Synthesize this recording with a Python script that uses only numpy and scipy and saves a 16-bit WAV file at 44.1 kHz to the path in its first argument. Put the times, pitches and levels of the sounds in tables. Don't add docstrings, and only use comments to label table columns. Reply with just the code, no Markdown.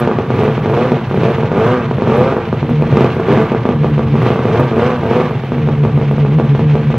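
import sys
import numpy as np
from scipy import signal
from scipy.fft import rfft, irfft, next_fast_len
from scipy.io import wavfile
from scipy.ndimage import uniform_filter1d

SR = 44100
rng = np.random.default_rng(int(sys.argv[2]) if len(sys.argv) > 2 else 0)


def gain_from_decibels(decibels):
    exponent = np.asarray(decibels, float) / 20
    return 10 ** exponent


def dump_mix(stems):
    frames = np.atleast_2d(stems).T
    limited = np.clip(frames, -1, 1)
    pcm = np.round(limited * 32767).astype(np.int16)
    wavfile.write(sys.argv[1], SR, pcm)


N = 307816

# open_s, shut_s, top_firing_hz, coasting_loss_hz_per_s, burn_db
BLIPS = [(-.2, 0.0, 122.2, 120.4, -11), (0.279, 0.491, 112, 84.87, -15), (0.626, 0.871, 129.7, 154.4, -13),
         (1.114, 1.327, 120.9, 154.4, -14.5), (1.507, 1.733, 128.7, 159.9, -10.5),
         (1.971, 2.296, 136.6, 154.6, -12), (2.894, 3.051, 115, 174.6, -17.5),
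         (3.208, 3.411, 110.5, 107.8, -12), (4.153, 4.345, 112.1, 128.2, -19.5),
         (4.449, 4.621, 126.7, 148, -13.5), (4.744, 4.887, 128.2, 111.2, -11),
         (5.061, 5.201, 128.1, 141.2, -13.5)]
# start_s, peak_db, gap_s, second_peak_db, surge_db
IDLE_PAIRS = [(2.809, -10, .012, 0, 13.5), (3.652, 0.5, .036, 1, 5), (3.833, -8, .01, 0, 8.5),
              (3.978, -4, 0.014, -3, 13), (4.14, -2.5, .013, -3.5, 9), (5.673, -7.5, 0.013, -2.5, 9.5),
              (5.836, -4, 0.013, -2.5, 5.5), (5.974, -5, 0.038, -6, 6), (6.11, -4, .07, -6, 4.5),
              (6.248, -5.5, 0.073, -11, 2.5), (6.385, -4, .012, -1, 9.5), (6.548, -5, .044, -4.5, 4.5),
              (6.745, -14, .007, -0.5, 9.5), (6.901, -7, 0.039, -4, 10)]
# pitch_hz, level_db (per Hz)
HISS = [(400, -17.5), (800, -5.5), (1200, -12), (1500, -12.5), (2300, -11), (3300, -18), (4300, -26.5),
        (4700, -32), (6300, -35.5), (7500, -45.5), (9000, -62), (11000, -96.5)]


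def evened(x):
    return x / np.sqrt(np.mean(x ** 2) + 1e-20)


def colour(points):
    f, db = np.transpose(points)
    size = 2 ** 13
    hz = abs(np.fft.fftfreq(size, 1 / SR))
    level_db = np.interp(np.log(hz + 1), np.log(f + 1), np.maximum(db, -100))
    log_gain = np.log(gain_from_decibels(level_db))
    spectrum = np.exp(log_gain - 1j * signal.hilbert(log_gain).imag)
    return np.fft.ifft(spectrum).real[:size // 2]


def through(x, taps):
    return signal.oaconvolve(x, taps)[:N]


def ring(x, hz, width):
    return signal.lfilter(*signal.iirpeak(hz, hz / width, SR), x)


def wander(hz):
    return evened(signal.sosfilt(signal.butter(2, hz, fs=SR, output="sos"), rng.standard_normal(N)))


def near(hz, centre_hz, width):
    return 1 / (1 + ((hz - centre_hz) / width) ** 4)


def orders(cycles, table, waver_db):
    total = 0
    for multiple, db in table:
        tone = np.sin(2 * np.pi * (multiple * cycles + rng.random()))
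        total = total + gain_from_decibels(db + waver_db * wander(hz=15)) * tone
    return total


def exhaust(cycles, at, burn_db):
    # pitch_hz, level_db
    pipe = [(40, -27), (90, -14.5), (150, -0.5), (250, 2.5), (450, -1), (700, -3.5), (1100, -10.5),
            (1600, -16), (2000, -28), (2500, -30.5), (5000, -60), (9000, -87.5)]
    # pitch_hz, width_hz, level_db
    modes = [(88, 18, -5.5), (144, 85, -3), (226, 12, -1.5), (275, 43, -4), (380, 200, -10.5), (449, 25, 7),
             (485, 22, -5.5), (660, 43, -2), (970, 46, 6.5), (1170, 61, 5.5)]
    fires = np.diff(np.floor(cycles), prepend=0) > 0
    unevenness_db = np.interp(burn_db, [-24, -13], [3, 3.5])
    scatter_db = unevenness_db * rng.standard_normal(N // 200)[cycles.astype(int)]
    twin = 1 + 0.12 * (-1) ** np.floor(cycles)
    flame = rng.standard_normal(N) * np.exp(-(cycles % 1) / 0.51)
    step = -colour(pipe)
    steady = evened(through(fires * twin * gain_from_decibels(scatter_db), step))
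    steady = steady + gain_from_decibels(-7) * evened(through(flame, step))
    rasp = gain_from_decibels(1.53 * (burn_db + 11) - 29.5) * evened(ring(ring(flame, 1250, 1100), 1300, 1100))

    hard, crack = np.zeros((2, N))
    peak_db = firings()[1]
    hard[at] = gain_from_decibels(np.minimum(peak_db, 4) + .5)
    crack[at] = gain_from_decibels(peak_db - 30 + 2 * rng.standard_normal(len(at)))
    t = np.arange(600) / SR
    snap = through(np.diff(rng.standard_normal(601)) * np.exp(-t / 0.012), colour(HISS))
    blast = gain_from_decibels(burn_db - 9) * steady + through(hard, step / abs(step).max()) + rasp
    ringing = gain_from_decibels(-5) * sum(gain_from_decibels(db) * ring(blast, hz, width) for hz, width, db in modes)
    return blast + ringing + through(crack, snap / abs(snap).max())


def firings():
    # first_s, gap_s, count, peak_db
    stutters = [(.185, 0, 1, 1.5), (.389, 0.044, 3, -1), (.577, 0.0082, 1, -5), (0.657, 0.039, 6, -2),
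                (.917, 0.0018, 1, 3), (1.11, .0315, 3, -4.5), (1.232, 0.0095, 1, 1),
                (1.251, 0.031, 2, -1.5), (1.515, 0, 1, -3), (1.576, 0.036, 2, -3), (1.664, 0, 1, -1.5),
                (2.019, 0.053, 2, -0.5), (2.098, 0.021, 2, -1.5), (2.158, 0.01, 3, -4), (2.208, 0, 1, -1),
                (2.323, 0.042, 2, -1.5), (2.924, 0.031, 2, -4), (2.969, 0.037, 3, 5.5),
                (3.283, 0.0096, 2, -1.5), (3.323, .049, 2, 0.5), (4.217, .011, 2, -4),
                (4.262, 0.04, 2, 0.5), (4.545, 0.012, 2, -4.5), (4.594, 0.0033, 3, -1.5), (4.713, 0, 1, -6),
                (4.766, 0.013, 3, -3.5), (4.902, 0.0039, 1, -5), (5.032, 0.022, 2, -4.5), (5.11, 0, 1, 0),
                (5.164, 0.035, 2, -1)]
    # start_s, peak_db, gap_s, second_peak_db
    coast_pairs = [(.073, 2.5, 0.039, 0), (.302, 0, 0.036, -7), (1.382, -4.5, .049, -3.5),
                   (1.91, -3, 0.072, -4), (2.474, -12, 0.052, -1), (2.627, -4.5, 0.064, -6.5),
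                   (3.165, -5.5, .031, -3), (3.399, -6, .014, -4.5), (3.517, 1, 0.029, -1),
                   (4.357, -2.5, 0.033, -2.5), (4.452, 0, .038, -5.5), (5.308, -8, 0.044, -10.5),
                   (5.435, -9, 0.083, -4), (5.58, -10.5, 0.057, -18)]
    rows = [(first + k * gap, db) for first, gap, count, db in stutters for k in range(round(count))]
    for s, db, gap, second_db, *_ in coast_pairs + IDLE_PAIRS:
        rows += [(s, db), (s + gap, second_db)]
    return np.transpose(sorted(rows))


def crank(rate):
    s, peak_db = firings()
    at = (s * SR).astype(int) + 85
    strong = at[peak_db > -11.5]
    kicks = np.zeros(N)
    kicks[strong] = 1
    kicks = uniform_filter1d(kicks, size=900, origin=400)
    gained = signal.lfilter([1], [1, -np.exp(-1 / (.12 * SR))], kicks)
    gained -= uniform_filter1d(gained, size=9000)
    rate = rate * (1 + .045 * gained * (73 / rate) ** 4)
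    cycles = np.cumsum(rate * (1 + .005 * wander(hz=22.65))) / SR
    gaps = np.diff(cycles[strong], prepend=0)
    slips = (np.round(gaps) - gaps) * (rate[strong] < 98)
    pull = np.interp(np.arange(N), strong, np.cumsum(slips))
    return rate, cycles + uniform_filter1d(pull, size=2500), at


def speed(t):
    idle_hz, knee_hz, landing_s, flywheel_s = 71.05, 8.7, .15, .05
    s, hz = [], []
    reopenings = [row[0] for row in BLIPS[1:]] + [t[-1]]
    for (_, shut, top_hz, loss, _), reopen in zip(BLIPS, reopenings):
        knee = shut + (top_hz - idle_hz - knee_hz) / loss
        coast = [shut, knee, knee + landing_s]
        kept = [moment for moment in coast if moment < reopen] + [reopen]
        s += kept
        hz += list(np.interp(kept, coast, [top_hz, idle_hz + knee_hz, idle_hz]))
    return uniform_filter1d(np.interp(t, s, hz), round(flywheel_s * SR))


def swell(t, full, shut, top_db, rise, fade, idle_db):
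    below = np.maximum(np.maximum(rise * (full[:, None] - t), fade * (t - shut[:, None])), 0)
    return np.maximum((top_db[:, None] - below).max(0), idle_db)


def controls():
    # firing_hz, level_db
    boom = [(72, -7.5), (78, -15.5), (85, -23), (100, -20.5), (130, -28.5)]
    t = np.arange(N) / SR
    opened, shut, top_hz, _, top_db = np.transpose(BLIPS)
    surge_peak_s, surge_settle_s, surge_hz_per_db = .04, .07, .3
    late = np.maximum(t - np.array([row[0] for row in IDLE_PAIRS])[:, None], 0) / surge_peak_s
    surge = np.array([row[4] for row in IDLE_PAIRS]) @ (late * np.exp(1 - late))
    rate = speed(t)

    full = opened + 0.57 * (shut - opened)
    burn_db = swell(t, full, shut, top_db, rise=50.5, fade=70, idle_db=-28.5)
    gulp = opened + .6 * (shut - opened)
    gain = (top_hz - np.interp(opened, t, rate)) / (shut - opened) / 100
    gulp_db = -29 + 0.5 * (gain - 1)
    hiss_idle_db = -35.5
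    hiss_db = swell(t, gulp, gulp, gulp_db, rise=49.5, fade=27.5, idle_db=hiss_idle_db)
    lift_db = hiss_db - hiss_idle_db
    lagging = np.interp(t - 0.033, t, rate)
    boom_db = np.interp(lagging, *np.transpose(boom)) + 0.6 * lift_db - surge
    rumble_db = -30.5 + 0.38 * lift_db + 0.63 * surge
    keep = np.exp(-1 / (surge_settle_s * SR))
    rate = rate + surge_hz_per_db * signal.lfilter([1 - keep], [1, -keep], 2 * surge)
    return rate, boom_db, burn_db + 0.38 * surge, hiss_db, rumble_db


def song(rate, cycles, burn_db):
    # multiple, level_db
    harmonics = [(1, -6), (2, -9), (3, -2), (4, -5), (5, -12), (6, -13), (8, -14), (9, -14)]
    gaining = np.clip(uniform_filter1d(np.gradient(rate) * SR, size=2500) / 60 + .4, .15, 1)
    level = np.interp(rate, [85, 100], [0, 1]) * gaining * gain_from_decibels(burn_db - 2.5)
    return level * orders(cycles, harmonics, waver_db=3)


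def pumping(rate, cycles, boom_db, rumble_db):
    # multiple of the firing rate, level_db
    pump = [(1, -20), (4, -16), (5, -24), (6, -15), (7, -24)]
    # pitch_hz, level_db (per Hz)
    rumble = [(15, -33), (40, -12), (60, 2.5), (75, -16.5), (88, 13), (105, 0), (122, 14), (150, 10),
              (250, -58)]
    tuned = near(2 * rate, 136.8, 13.5)
    boom = np.sqrt(2) * np.cos(4 * np.pi * cycles - 1.5)
    third = near(3 * rate, 232, 24) * orders(cycles, [(3, -23)], waver_db=4)
    hum = evened(ring(ring(rng.standard_normal(N), 133.4, 55), 133.4, 55))
    blur = evened(through(rng.standard_normal(N), colour(rumble)))
    beside = gain_from_decibels(-10.5) * near(2 * rate, 146.5, 24) * orders(cycles, pump, waver_db=2.5)
    booming = gain_from_decibels(boom_db + 1) * (tuned * boom + (1 - tuned) * 1.23 * hum)
    return booming + beside + third + gain_from_decibels(rumble_db + 4.0) * blur


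def hiss(cycles, hiss_db):
    puff = 1.8 + np.exp(-(cycles % 1) / 0.78)
    flicker = gain_from_decibels(1.8 * wander(hz=30.0))
    air = through(rng.standard_normal(N) * puff * flicker, colour(HISS))
    return gain_from_decibels(hiss_db + 2.5) * evened(air)


def fizz(at, hiss_db):
    # pitch_hz, level_db (per Hz)
    tin = [(6000, -43.5), (8000, 0), (9200, -21.5), (10500, -1), (11800, -0.5), (14000, -6.5), (15500, -13),
           (16200, -41.5)]
    jolts = np.zeros(N)
    jolts[at] = rng.exponential(1, len(at))
    jolts[0] = 26.0
    shake = 1 + .9 * through(jolts, np.exp(-np.arange(900) / 250.0))
    shared, left, right = rng.standard_normal((3, N))
    ports = [evened(through(1.2 * shared + own, colour(tin))) for own in (left, right)]
    level_db = 1.05 * (hiss_db + 32.0) - 62.5 + 1.4 * wander(hz=18)
    return gain_from_decibels(level_db) * shake * np.array(ports)


def garage(x):
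    # pitch_hz, t60_s
    decay = [(100, 0.64), (400, 0.23), (1200, 0.66), (4000, 0.23), (10000, 0.075)]
    taps = np.zeros(SR // 2)
    at = np.arange(200, SR // 2 - 20, 20)
    taps[at + rng.integers(0, 20, len(at))] = rng.choice([-1., 1.], len(at))
    hz, t, z = signal.stft(taps, SR, nperseg=256)
    t60 = np.interp(hz, *np.transpose(decay))[:, None]
    tail = signal.istft(z * gain_from_decibels(-60 * t / t60), SR, nperseg=256)[1]
    return through(x, tail / np.linalg.norm(tail))


def doorway(x):
    # pitch_hz, level_db
    valleys = [(200, -2), (228, 2), (255, -2.5), (290, 3), (315, -6.5), (350, 1), (510, .5), (560, -2)]
    return through(x, colour(valleys))


def lean(x, tilt):
    # pitch_hz, left_minus_right_db
    balance = [(20, 0), (200, 0), (600, -.6), (2000, -1.2), (4000, -2), (7000, -.2)]
    f, db = np.transpose(balance)
    size = next_fast_len(N + SR)
    hz = np.fft.rfftfreq(size, 1 / SR)
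    gain = gain_from_decibels(tilt * np.interp(np.log(hz + 1), np.log(f), db))
    return irfft(rfft(x, size) * gain, size)[:N]


def port_pair(mid):
    # pitch_hz, level_db
    apart = [(200, -60), (350, -40), (1000, -33), (2000, -24), (3500, -9), (4500, -3), (9000, -5)]
    scatter = rng.standard_normal(4000) * np.exp(-np.arange(4000) / 900.)
    unlike = through(through(mid, scatter / np.linalg.norm(scatter)), colour(apart))
    left = lean(.35 * mid + .65 * np.append(0, mid[:-1]), tilt=.5)
    return np.array([left + unlike, lean(mid, tilt=-.5) - unlike])


def scene():
    rate, boom_db, burn_db, hiss_db, rumble_db = controls()
    rate, cycles, at = crank(rate)
    pipe = exhaust(cycles, at, burn_db)
    mid = doorway(pipe + gain_from_decibels(-6.5) * garage(pipe) + song(rate, cycles, burn_db))
    mid = mid + pumping(rate, cycles, boom_db, rumble_db) + hiss(cycles, hiss_db)
    return port_pair(mid) + fizz(at, hiss_db)


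def low_pass(x):
    return signal.sosfilt(signal.butter(12, 15700, fs=SR, output="sos"), x)


def record(dry):
    knee = .7
    over = np.maximum(abs(dry) - knee, 0)
    rounded = np.minimum(abs(dry), knee) + (1 - knee) * np.tanh(over / (1 - knee))
    return low_pass(np.sign(dry) * rounded)


dry = scene()
out = record(dry)
dump_mix(out)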